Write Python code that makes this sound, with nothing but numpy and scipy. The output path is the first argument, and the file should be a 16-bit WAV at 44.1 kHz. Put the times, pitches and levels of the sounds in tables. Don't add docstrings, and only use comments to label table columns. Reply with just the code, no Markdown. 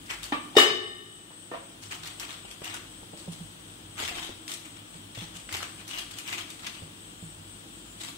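import sys
import numpy as np
from scipy import signal
from scipy.fft import rfft, irfft, next_fast_len
from scipy.io import wavfile
from scipy.ndimage import uniform_filter1d, map_coordinates

SR = 44100
rng = np.random.default_rng(int(sys.argv[2]) if len(sys.argv) > 2 else 0)


def volts_from_db(level):
    exponent = np.asarray(level, float) / 20
    return 10 ** exponent


def pcm_store(signal):
    levels = np.round(np.clip(np.atleast_2d(signal), -1, 1) * 32767)
    wavfile.write(sys.argv[1], SR, levels.astype(np.int16).T)


N = 360297


def unit(x):
    return x / np.sqrt(np.mean(x ** 2) + 1e-20)


def along(points, hz):
    f, value = np.transpose(points)
    return np.interp(np.log(hz + 1), np.log(f + 1), value)


def level_curve(points):
    start, end = points[0][0], points[-1][0]
    s, db = np.transpose([(start - .02, -95), *points, (end + .06, -95)])
    return np.interp(np.arange(N) / SR, s, db)


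def wobble(rate):
    knots = rng.standard_normal(int(N * rate / SR) + 4)
    return map_coordinates(knots, [np.arange(N) * rate / SR])


def filtered(x, response):
    n = x.shape[-1]
    m = next_fast_len(n + min(n, 8192), True)
    return irfft(rfft(x, m) * response(np.fft.rfftfreq(m, 1 / SR)), m)[..., :n]


def coloured(x, spectrum):
    return unit(filtered(x, lambda hz: volts_from_db(along(spectrum, hz))))


# f/Hz, likeness (1 = same, -1 = opposite)
PORT_LIKENESS = [(60, 0.92), (130, 0.98), (290, 0.88), (640, -0.14), (1410, -0.46), (3100, -0.3),
                 (6820, 0.014), (15000, -0.089)]


def paired(x):
    def turn(hz):
        return np.arccos(np.clip(along(PORT_LIKENESS, hz), -1, 1)) / 2

    mid, side = filtered(x, lambda hz: np.array([np.cos(turn(hz)), np.sin(turn(hz))]))
    return np.array([mid + side, mid - side])


def add(track, sound, s):
    part = track[:, round(s * SR):][:, :sound.shape[-1]]
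    part += sound[..., :part.shape[-1]]


def ring(hz, t60, t, attack):
    return np.sin(2 * np.pi * hz * t) * volts_from_db(-60 * t / t60) * (1 - np.exp(-t / attack))


# f/Hz, t60/s (time to fall 60 dB)
KITCHEN_DECAY = [(100, 1), (1000, 0.5), (4000, 0.62), (8000, 0.46), (14000, 0.36)]


def dying(spectrum, length, scale):
    hz, t, z = signal.stft(rng.standard_normal((2, length)), SR, nperseg=128)
    t60 = scale * along(KITCHEN_DECAY, hz)[:, None]
    tail = signal.istft(z * volts_from_db(-60 * t / t60), SR, nperseg=128)[1][:, :length]
    tail = paired(filtered(tail, lambda f: volts_from_db(along(spectrum, f))))
    return tail / np.sqrt(np.mean(tail[:, :500] ** 2))


def room(x, wet_db):
    flat = [(20, 0), (20000, 0)]
    tail = np.pad(dying(flat, SR // 2, scale=1.0), ((0, 0), (300, 0)))
    tail = tail / np.linalg.norm(tail[0])
    return x + volts_from_db(wet_db) * signal.fftconvolve(x, tail, axes=1)[:, :N]


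# t/s, level/dB
TRAFFIC_LEVEL = [(0, -56.5), (1.2, -65), (3.3, -63.5), (4.05, -61), (4.9, -66), (5.4, -59), (6.2, -65),
                 (7.6, -60.5), (8.0, -60), (8.17, -56)]
# f/Hz, level/dB
TRAFFIC_COLOUR = [(15, -32), (30, -19), (50, 18), (72, -1), (95, -29)]
# f/Hz, level/dB
HUM_COLOUR = [(60, -52), (80, -13), (100, 6), (130, -8.5), (160, -1.5), (220, -5), (260, -5), (320, 1),
              (390, -13), (520, -28.5)]
# f/Hz, level/dB
HISS_COLOUR = [(300, -73), (430, -14.5), (990, -16), (1350, -15), (2200, -21.5), (3250, -13), (4500, -24.5),
               (6600, -26.5), (8400, -24), (10500, -27.5), (12500, -94), (16000, -24)]


def air():
    hum_db, hiss_db = -51.5, -52.5
    noise = paired(rng.standard_normal((2, N)))
    rumble = volts_from_db(level_curve(TRAFFIC_LEVEL)) * coloured(noise, TRAFFIC_COLOUR)
    hum = volts_from_db(hum_db + 0.59 * wobble(5.0)) * coloured(noise, HUM_COLOUR)
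    hiss = volts_from_db(hiss_db) * coloured(noise, HISS_COLOUR)
    return rumble + hum + hiss


# t/s, phrases sung so far
PHRASE_COUNT = [(.02, 0), (2.04, 8), (2.84, 11), (3.57, 14), (5.09, 20), (5.87, 23), (6.43, 25), (6.93, 27),
                (8.37, 33)]
# f/Hz, level/dB
WING_COLOUR = [(7300, -39), (7800, 3.5), (8300, 5), (8650, 2.5), (9000, -33)]
# t/s, level/dB
FAR_INSECT_LEVEL = [
    (6.7, -68),
    (6.928, -70),
    (7.216, -50),
    (7.518, -65),
    (7.93, -46),
    (8.0, -75),
]


def insects():
    phrase = np.interp(np.arange(N) / SR, *np.transpose(PHRASE_COUNT))
    swell = unit(0.81 + np.abs(np.sin(np.pi * phrase)) ** 1.3)
    noise = rng.standard_normal((2, N))
    sides = volts_from_db([[1.5], [-1.5]])
    near = volts_from_db(-54.5 + 1.5 * wobble(2.865)) * swell * coloured(noise, WING_COLOUR) * sides
    far = coloured(noise, [(6900, -30), (7120, -4), (7350, 0), (7550, -30)])
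    return near + volts_from_db(level_curve(FAR_INSECT_LEVEL) - 7.0) * far


# t/s, peak level/dB, ring f/Hz
THICK_FOLDS = [(2.2938, -31.5, 1240), (2.306, -27.5, 3800), (2.6545, -25, 2840), (3.992, -25, 1270),
               (4.036, -21, 2060), (4.0502, -21.5, 3160), (4.1945, -27, 3170), (5.1493, -30.5, 3700),
               (5.19, -29.5, 3320), (5.911, -26, 2920), (5.9988, -41, 3030), (6.3275, -22, 3700),
               (6.381, -24, 3060), (6.645, -30, 3770), (6.668, -19.5, 3520), (2.0357, -34, 4230),
               (3.9806, -29, 1190), (5.2096, -30, 3550), (5.34, -38, 3040), (5.7967, -41, 1480),
               (5.932, -27, 2900), (5.9475, -31, 2780), (5.976, -29, 3280), (5.993, -25, 3400),
               (6.139, -32, 3280), (6.5937, -33.5, 3770), (8.0134, -29, 4000)]
# t/s, peak level/dB, ring f/Hz
THIN_FOLDS = [(0.231, -23, 3730), (1.8368, -32, 2900), (1.9105, -32, 2410), (2.0567, -28, 3630),
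              (2.074, -26, 2900), (2.644, -23.5, 2720), (2.7427, -22.5, 1470), (3.323, -38, 2880),
              (4.001, -21, 2930), (4.0775, -21.5, 2770), (4.4792, -24.5, 2650), (4.5167, -19.5, 3630),
              (4.538, -22.5, 7960), (5.526, -18.5, 2080), (5.568, -21.5, 3130), (5.6274, -23, 1320),
              (5.9855, -20, 2940), (6.112, -29, 4600), (6.1856, -22, 2980), (6.277, -24.5, 3120),
              (6.5032, -26.5, 3700), (8.035, -24, 3800), (1.8317, -32, 4130), (5.365, -32, 8200),
              (5.589, -31, 4500), (2.328, -36, 3360)]
# t/s, peak level/dB, ring f/Hz
DULL_FOLDS = [
    (.101, -27, 1870),
    (.1135, -25, 2000),
    (2.619, -33, 975),
    (5.4902, -27.5, 2000),
    (5.604, -28, 1270),
    (4.1833, -25, 3020),
]
# t/s, peak level/dB, ring f/Hz
SHARP_FOLDS = [
    (.0605, -36, 5000),
    (.241, -23, 4560),
    (2.1979, -20.5, 5540),
    (4.4798, -27.5, 5020),
    (5.1507, -36, 5530),
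    (5.8793, -28, 6000),
    (2.5127, -27, 3260),
]


def snaps():
    # folds, treble level/dB, t60 of the tick/s
    kinds = [(THICK_FOLDS, -12.5, .011), (THIN_FOLDS, -3.5, .010), (DULL_FOLDS, -34, .014), (SHARP_FOLDS, -4, .005)]
    out, t = np.zeros((2, N)), np.arange(SR // 12) / SR
    for folds, treble_db, tick_t60 in kinds:
        for s, db, hz in folds:
            treble = [(min(hz, 5000), 0), (5500, treble_db / 3), (9000, treble_db + 0.5),
                      (16000, treble_db - 10.0)]

            def colour(f):
                low_cut = f ** 3 / (f ** 3 + (0.37 * hz) ** 3)
                return low_cut * volts_from_db(along(treble, f))

            noise = filtered(rng.standard_normal((2, 2, len(t))), colour)
            noise /= np.sqrt(np.mean(noise[..., :SR // 500] ** 2, axis=-1, keepdims=True))
            tick = 1.38 * volts_from_db(-60 * t / tick_t60) * (1 - np.exp(-t / (tick_t60 / 25))) * noise[0]
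            puff = 0.36 * volts_from_db(-60 * t / 0.12) * noise[1]
            facet = .5 * ring(hz, 12 / hz + 0.034, t, attack=0.000067)
            add(out, volts_from_db(db - 7.5) * (tick + puff + facet), s)
    return out


# t/s, hold/s, level/dB, air pocket f/Hz
PRESSES = [
    (.11, 0.011, -33, 1830),
    (2.64, 0.1, -43, 2480),
    (4.19, 0.12, -50.5, 3450),
    (5.158, 0.09, -46.5, 3600),
    (5.61, 0.027, -37.5, 1320),
    (5.915, 0.049, -39.5, 2850),
    (5.99, 0.012, -40, 3250),
    (6.295, 0.033, -36, 1980),
    (6.64, 0.03, -42.5, 1200),
    (6.74, 0.037, -45, 3150),
]
# t/s, hold/s, level/dB, air pocket f/Hz
SLIDES = [(1.916, 0.014, -38.5, 3070), (2.035, 0.065, -43, 3770), (2.207, 0.032, -39.5, 3000),
          (2.295, 0.056, -47, 3600), (2.45, 0.013, -45.5, 3200), (2.51, .01, -47, 3200),
          (2.74, 0.018, -38.5, 1500), (3.99, 0.037, -35, 1680), (4.035, 0.073, -37.5, 3200),
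          (4.11, 0.16, -42.5, 3180), (4.76, 0.0074, -48.5, 3000), (5.52, 0.044, -36, 2180),
          (5.79, 0.011, -46.5, 2510), (6.265, 0.028, -42, 3040), (6.325, 0.039, -40, 3000),
          (6.38, 0.015, -38, 3350), (6.672, 0.02, -40.5, 3580)]
# t/s, hold/s, level/dB, air pocket f/Hz
PEELS = [(.232, 0.041, -46.5, 3220), (1.83, 0.013, -48, 5560), (3.175, 0.027, -48, 4740),
         (3.32, 0.029, -51, 5000), (4.486, 0.047, -43.5, 3340), (4.655, 0.011, -50.5, 2500),
         (4.94, 0.022, -54, 3500), (5.345, 0.055, -50, 3300), (5.884, 0.015, -42.5, 5000),
         (6.11, 0.086, -50, 3600), (6.183, 0.0098, -42.5, 3000), (6.5, 0.013, -46.5, 3700),
         (6.59, 0.009, -52, 3700), (7.995, 0.098, -43, 4070)]


def moves():
    # moves, rise/dB per s, fall/dB per s, sheen level/dB, slack level/dB, pocket level/dB
    kinds = [(PRESSES, 620, 340, -23, -14.5, 7), (SLIDES, 830, 360, -14.5, -11, 5.2),
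             (PEELS, 1300, 290, -0.5, -13, 9.5)]
    rows = np.array([(*row, *kind) for table, *kind in kinds for row in table])
    s, hold, db, pocket_hz, rise, fall, sheen_db, slack_db, pocket_db = rows.T[..., None]
    t = np.arange(0, N / SR, .002)
    rising = rise * np.maximum(s - t, 0)
    falling = fall * np.maximum(t - s - hold, 0)
    power = volts_from_db(2 * (db - rising - falling)) + 1e-20
    levels = [np.sqrt(np.sum(power * volts_from_db(2 * gain_db), 0)) for gain_db in (0, sheen_db, slack_db)]
    share = power / power.sum(0)
    return t, levels, np.exp(np.sum(share * np.log(pocket_hz), 0)), np.sum(share * pocket_db, 0)


def pocket(x, s, pocket_hz, pocket_db):
    hz, t, z = signal.stft(x, SR, nperseg=256)
    distance = np.log((hz[:, None] + 1) / np.interp(t, s, pocket_hz)) / 0.31
    patches = uniform_filter1d(rng.standard_normal(z.shape[1:]), size=5, axis=0)
    patches = unit(uniform_filter1d(patches, size=5, axis=1))
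    gain = volts_from_db(np.interp(t, s, pocket_db) * np.exp(-distance ** 2) + 4.5 * patches)
    power_before = np.sum(np.abs(z) ** 2, (0, 1))
    gain /= np.sqrt(np.sum(np.abs(gain * z) ** 2, (0, 1)) / power_before)
    return signal.istft(z * gain, SR, nperseg=256)[1][:, :N]


# f/Hz, level/dB
CRACKLE_COLOUR = [(450, -27), (700, 1.5), (1000, -4), (2090, 3.5), (2930, 2.5), (5000, -6), (7990, -7.5),
                  (9000, -21), (11700, -54), (19800, -120)]
# f/Hz, level/dB
SHEEN_COLOUR = [(5000, -3), (8000, 17), (10000, 3), (14500, -4), (16000, -20), (17000, -60)]
# f/Hz, level/dB
SLACK_COLOUR = [(200, -60), (330, 14), (520, -5), (700, -3.5), (1200, 11.5), (1700, -6)]


def sheet():
    s, levels, pocket_hz, pocket_db = moves()
    body, sheen, slack = (np.interp(np.arange(N) / SR, s, level) for level in levels)
    chance, luck = rng.random((2, N))
    size_db = np.minimum(-3 * np.log(luck + 1e-9), 6)
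    buckles = (chance < 900 / SR) * volts_from_db(size_db)
    fade = np.exp(-np.arange(200) / 40)
    size = np.sqrt(np.convolve(buckles ** 2, fade)[:N] + .5)
    clumps = volts_from_db(np.clip(3.2 * wobble(70), -5, 4))
    grains = unit(size * clumps) * paired(rng.standard_normal((2, N)))
    crackle = pocket(coloured(grains, CRACKLE_COLOUR), s, pocket_hz, pocket_db)
    out = body * volts_from_db(-2.0) * crackle
    out = out + sheen * volts_from_db(-5.5) * coloured(grains, SHEEN_COLOUR)
    return out + slack * volts_from_db(2.0) * coloured(grains, SLACK_COLOUR)


# f/Hz, lead/radians
LEFT_LEAD = [(300, 0), (420, 1.2), (700, 0), (1100, -2.6), (1800, -2.8), (2900, -1.9), (3700, -2.2),
             (4500, -.3), (8000, 0)]


def knock(modes, blows, clatter, scale, split_hz, rough):
    out, t = np.zeros((2, N)), np.arange(SR) / SR
    hz, level_db, t60 = np.transpose(modes)[..., None]
    knots = rng.standard_normal((2, 2, len(modes), 128))
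    swing = irfft(rfft(knots) * np.exp(-(np.arange(65) / split_hz) ** 2), SR)
    lead = along(LEFT_LEAD, hz) / 2 * np.array([1, -1])[:, None, None]
    turn = 2 * np.pi * (hz * t + rng.random(hz.shape)) + lead
    fade = volts_from_db(-60 * t / (0.5 * t60)) + volts_from_db(-13.5 - 60 * t / (1.79 * t60))
    beating = (1 + rough * unit(swing[0])) * np.sin(turn) + rough * unit(swing[1]) * np.cos(turn)
    waves = volts_from_db(level_db) * fade * beating
    metal = waves.sum(1) * (1 - np.exp(-t / 0.0008))
    for s, ring_db, clatter_db, thump_db, thump_hz in blows:
        thump = volts_from_db(thump_db) * ring(thump_hz, 20 / thump_hz, t, attack=0.0013)
        add(out, volts_from_db(ring_db) * metal + thump, s)
        add(out, volts_from_db(clatter_db) * dying(clatter, 3 * SR // 4, scale), s)
    return out


# f/Hz, level/dB
DULL_CLATTER = [(60, -14), (250, -6.5), (1000, 4), (2000, -1), (3500, -6), (5000, -18), (16000, -41)]
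# f/Hz, level/dB, t60/s
TRAY_MODES = [(248.6, -4.5, .34), (320, -10, 0.29), (900, -3, 0.14), (1120, -10, 0.71), (1140, -7.5, .6),
              (1190, -6, 0.7), (1780, -3, .2), (2360, -7, .25), (2540, -13, .25), (2685, -11, 0.27),
              (2980, -18, .9), (3100, -15, .3), (3545, -15, .22), (3730, -14, .3)]
# t/s, ring level/dB, clatter level/dB, thump level/dB, thump f/Hz
TRAY_BLOWS = [
    (.3217, -55, -33, -17, 803),
    (.3225, -55, -38, -23, 1780),
    (.3232, -32, -34, -19, 295),
    (.333, -53, -55, -19, 1170),
    (.338, -50, -45, -20, 1150),
]


def tray():
    return knock(TRAY_MODES, TRAY_BLOWS, DULL_CLATTER, scale=0.49, split_hz=42, rough=0.76)


# f/Hz, level/dB, t60/s
POT_BODY = [(157, -16.5, 0.27), (261.4, -14, 0.4), (351, -11.5, 0.77), (367, -14.5, 0.76), (406, -9, 0.79),
            (423, -11, .65), (674, -10.5, 0.44), (791, -8, .5), (866, -22, 0.5), (1112, -10.5, 0.76),
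            (1159, -12, 0.62), (1196, -11, 0.82), (1295, -12.5, 0.73), (1590, -13, .35)]
# f/Hz, level/dB, t60/s
POT_WALL = [(1762, -4.5, 0.55), (1774, -11, 0.73), (1828, -4, 0.72), (1885, -13, .6), (2118, -9, 0.56),
            (2090, -13, 0.71), (2271, -14, 0.48), (2520, -16, 0.52), (2655, -17, .4), (2850, -20, 0.76),
            (2900, -4.5, 0.6), (2928, 2, 0.57), (2960, 2.5, 0.68), (2985, -8, 0.79)]
# f/Hz, level/dB, t60/s
POT_RIM = [(3015, -6.5, 0.64), (3040, -12, 0.72), (3540, -13, .5), (3600, -11, 0.48), (3647, -10, 0.77),
           (3686, -7, 0.64), (3747, -7.5, 0.67), (4340, -19, 0.37), (4410, -20, 0.6), (4474, -12.5, 0.42),
           (4510, -14, 0.42), (5085, -4, 0.44), (5798, -18, .2), (6770, -25, .28)]
# f/Hz, level/dB
POT_CLATTER = [(60, -33), (150, -21), (400, -6), (1200, -3), (3300, -4.5), (4700, -11.5), (8000, -11.5),
               (12000, -29), (15500, -14), (17000, -82)]
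# t/s, ring level/dB, clatter level/dB, thump level/dB, thump f/Hz
POT_BLOWS = [
    (0.5525, -44.5, -43, -21, 785),
    (0.5645, -28, -24.5, -15, 380),
    (0.5677, -14, -16.5, 3, 430),
    (0.5757, -34, -23, -5, 618),
    (.584, -35, -15, 3.5, 1170),
    (.598, -35, -18, 0.5, 1890),
    (.622, -37, -29, -19, 416),
]


def steel_pot():
    modes = POT_BODY + POT_WALL + POT_RIM
    return knock(modes, POT_BLOWS, POT_CLATTER, scale=0.67, split_hz=19, rough=0.42)


# f/Hz, level/dB, t60/s
BOWL_MODES = [(280, -9, 0.17), (472, -10, .2), (493, -4, .18), (545, -6, 0.27), (670, -2.5, 0.29),
              (945, -3.5, 0.1), (1060, -3, .2), (1176, -1, 0.15), (1380, -10, 0.22), (1820, -7, .13),
              (2410, -16, .3), (2900, -23.5, 0.59)]
# t/s, ring level/dB, clatter level/dB, thump level/dB, thump f/Hz
BOWL_BLOWS = [
    (1.306, -57, -52.5, -41, 900),
    (1.514, -40.5, -43.5, -29.5, 334),
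    (1.525, -48, -53, -31, 480),
    (1.5355, -41, -41, -26, 495),
    (1.543, -41, -48, -27, 694),
    (1.57, -55, -59, -30, 1010),
]


def bowl():
    return knock(BOWL_MODES, BOWL_BLOWS, DULL_CLATTER, scale=0.59, split_hz=39, rough=0.87)


# t/s, peak level/dB, f/Hz, t60/s,
# edge level/dB
WORKTOP_THUDS = [(2.449, -47.5, 485, 0.021, 7), (2.618, -41, 706, 0.043, 6), (3.03, -44.5, 105, 0.17, 3),
                 (3.134, -45, 573, 0.12, 7), (3.276, -35, 500, 0.044, -7), (3.279, -28.5, 164.2, 0.18, -17),
                 (3.404, -33, 160, 0.17, -18), (4.001, -38.5, 385, 0.059, 2), (4.024, -41, 665, 0.044, 4),
                 (4.035, -40.5, 80, 0.11, 3), (4.111, -36, 680, 0.11, -2), (4.171, -41, 320, 0.14, 2),
                 (4.291, -31, 325, 0.052, -4), (4.951, -38.5, 148, 0.087, -11), (5.174, -31.5, 107, 0.12, -8),
                 (5.218, -31, 164, 0.097, -17), (5.35, -37, 170, 0.1, -16), (5.52, -44.5, 89, 0.67, -15),
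                 (6.822, -39, 154, 0.21, -0.5), (6.822, -39, 97, 0.18, -23), (7.224, -36.5, 161, 0.23, -11),
                 (7.223, -37.5, 101, 0.19, -25)]


def thuds():
    edge_colour = [(60, -10.5), (400, -4.0), (900, -5.5), (2000, -65)]
    sag = 0.17
    out, t = np.zeros((2, N)), np.arange(SR // 2) / SR
    sagging = t + sag * 0.01 * (1 - np.exp(-t / 0.0088))
    for s, db, hz, t60, edge_db in WORKTOP_THUDS:
        edge = volts_from_db(edge_db - 6.0) * dying(edge_colour, SR // 8, scale=0.098)
        add(out, volts_from_db(db + 1.5) * ring(hz, t60, sagging, attack=0.0059), s)
        add(out, volts_from_db(db) * edge, s)
    return out


# t/s, length/s, level/dB, f/Hz
FINGER_RUBS = [
    (4.12, 0.2, -52.5, 3780),
    (5.905, .12, -45, 2900),
    (6.295, .06, -45, 2050),
    (5.175, .03, -43, 3500),
    (3.316, .03, -48.5, 9400),
    (5.975, .06, -47, 3200),
]


def squeaks():
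    out, t = np.zeros((2, N)), np.arange(SR // 4) / SR
    for s, length, db, hz in FINGER_RUBS:
        narrow = [(.88 * hz, -30), (hz, 0), (1.12 * hz, -30)]
        whistle = coloured(rng.standard_normal((2, SR // 4)), narrow)
        swell = np.sqrt(np.abs(np.sin(np.pi * np.minimum(t / length, 1))))
        add(out, volts_from_db(db) * swell * whistle, s)
    return out


def scene():
    struck = room(steel_pot() + tray() + bowl() + thuds(), wet_db=-10.0)
    plastic = room(snaps() + sheet() + squeaks(), wet_db=-6.5)
    return struck + plastic + insects() + air()


# f/Hz, share of time missing
WEAK_BANDS = [(3800, 0), (4800, .07), (6200, .07), (7000, 0), (9000, 0), (10300, .36), (12700, .4),
              (13800, .05), (16000, .03)]


def thinned(x):
    hz, t, z = signal.stft(x, SR, nperseg=1024)
    field = rng.standard_normal(z.shape[1:])[::8, ::2]
    field = unit(uniform_filter1d(field, size=2, axis=1))
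    field = field.repeat(8, axis=0).repeat(2, axis=1)[:len(hz), :len(t)]
    loud_db = uniform_filter1d(10 * np.log10(np.sum(np.abs(z) ** 2, (0, 1)) + 1e-12), size=9)
    more = np.clip(1 + (loud_db - np.median(loud_db)) / 30, 1, 1.6)
    share = along(WEAK_BANDS, hz)[:, None] * more
    dropped = 1 / (1 + np.exp(-1.7 * field)) < share
    kept = np.where(dropped, .005, 1 / np.sqrt(1 - share))
    return signal.istft(z * kept, SR, nperseg=1024)[1][:, :N]


def roll_off(x):
    return signal.sosfilt(signal.butter(12, 16610, fs=SR, output="sos"), x)


# f/Hz, left minus right level/dB
PORT_BALANCE = [(60, 0), (99, -1.5), (160, -3), (270, 0.5), (450, 4), (740, -4), (1220, 0.5), (2010, 2.5),
                (3330, 10), (5500, -0.5), (9080, 5.5), (15000, 2)]


def record(dry):
    top_hz = 15750
    halves = np.array([[.5], [-.5]])
    x = filtered(dry, lambda hz: volts_from_db(along(PORT_BALANCE, hz) * halves) * (hz < top_hz))
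    level_db = 10 * np.log10(np.abs(uniform_filter1d(np.mean(x ** 2, 0), 400)) + 1e-12)
    fall_db = 14 * np.arange(N) / SR
    held_db = np.maximum.accumulate(level_db + fall_db) - fall_db
    x = x * volts_from_db(-.3 * uniform_filter1d(np.maximum(held_db + 22.5, 0), 600))
    x = x / (1 + np.abs(x) ** 6) ** (1 / 6)
    mix = thinned(x)
    return roll_off(mix)


dry = scene()
out = record(dry)
pcm_store(out)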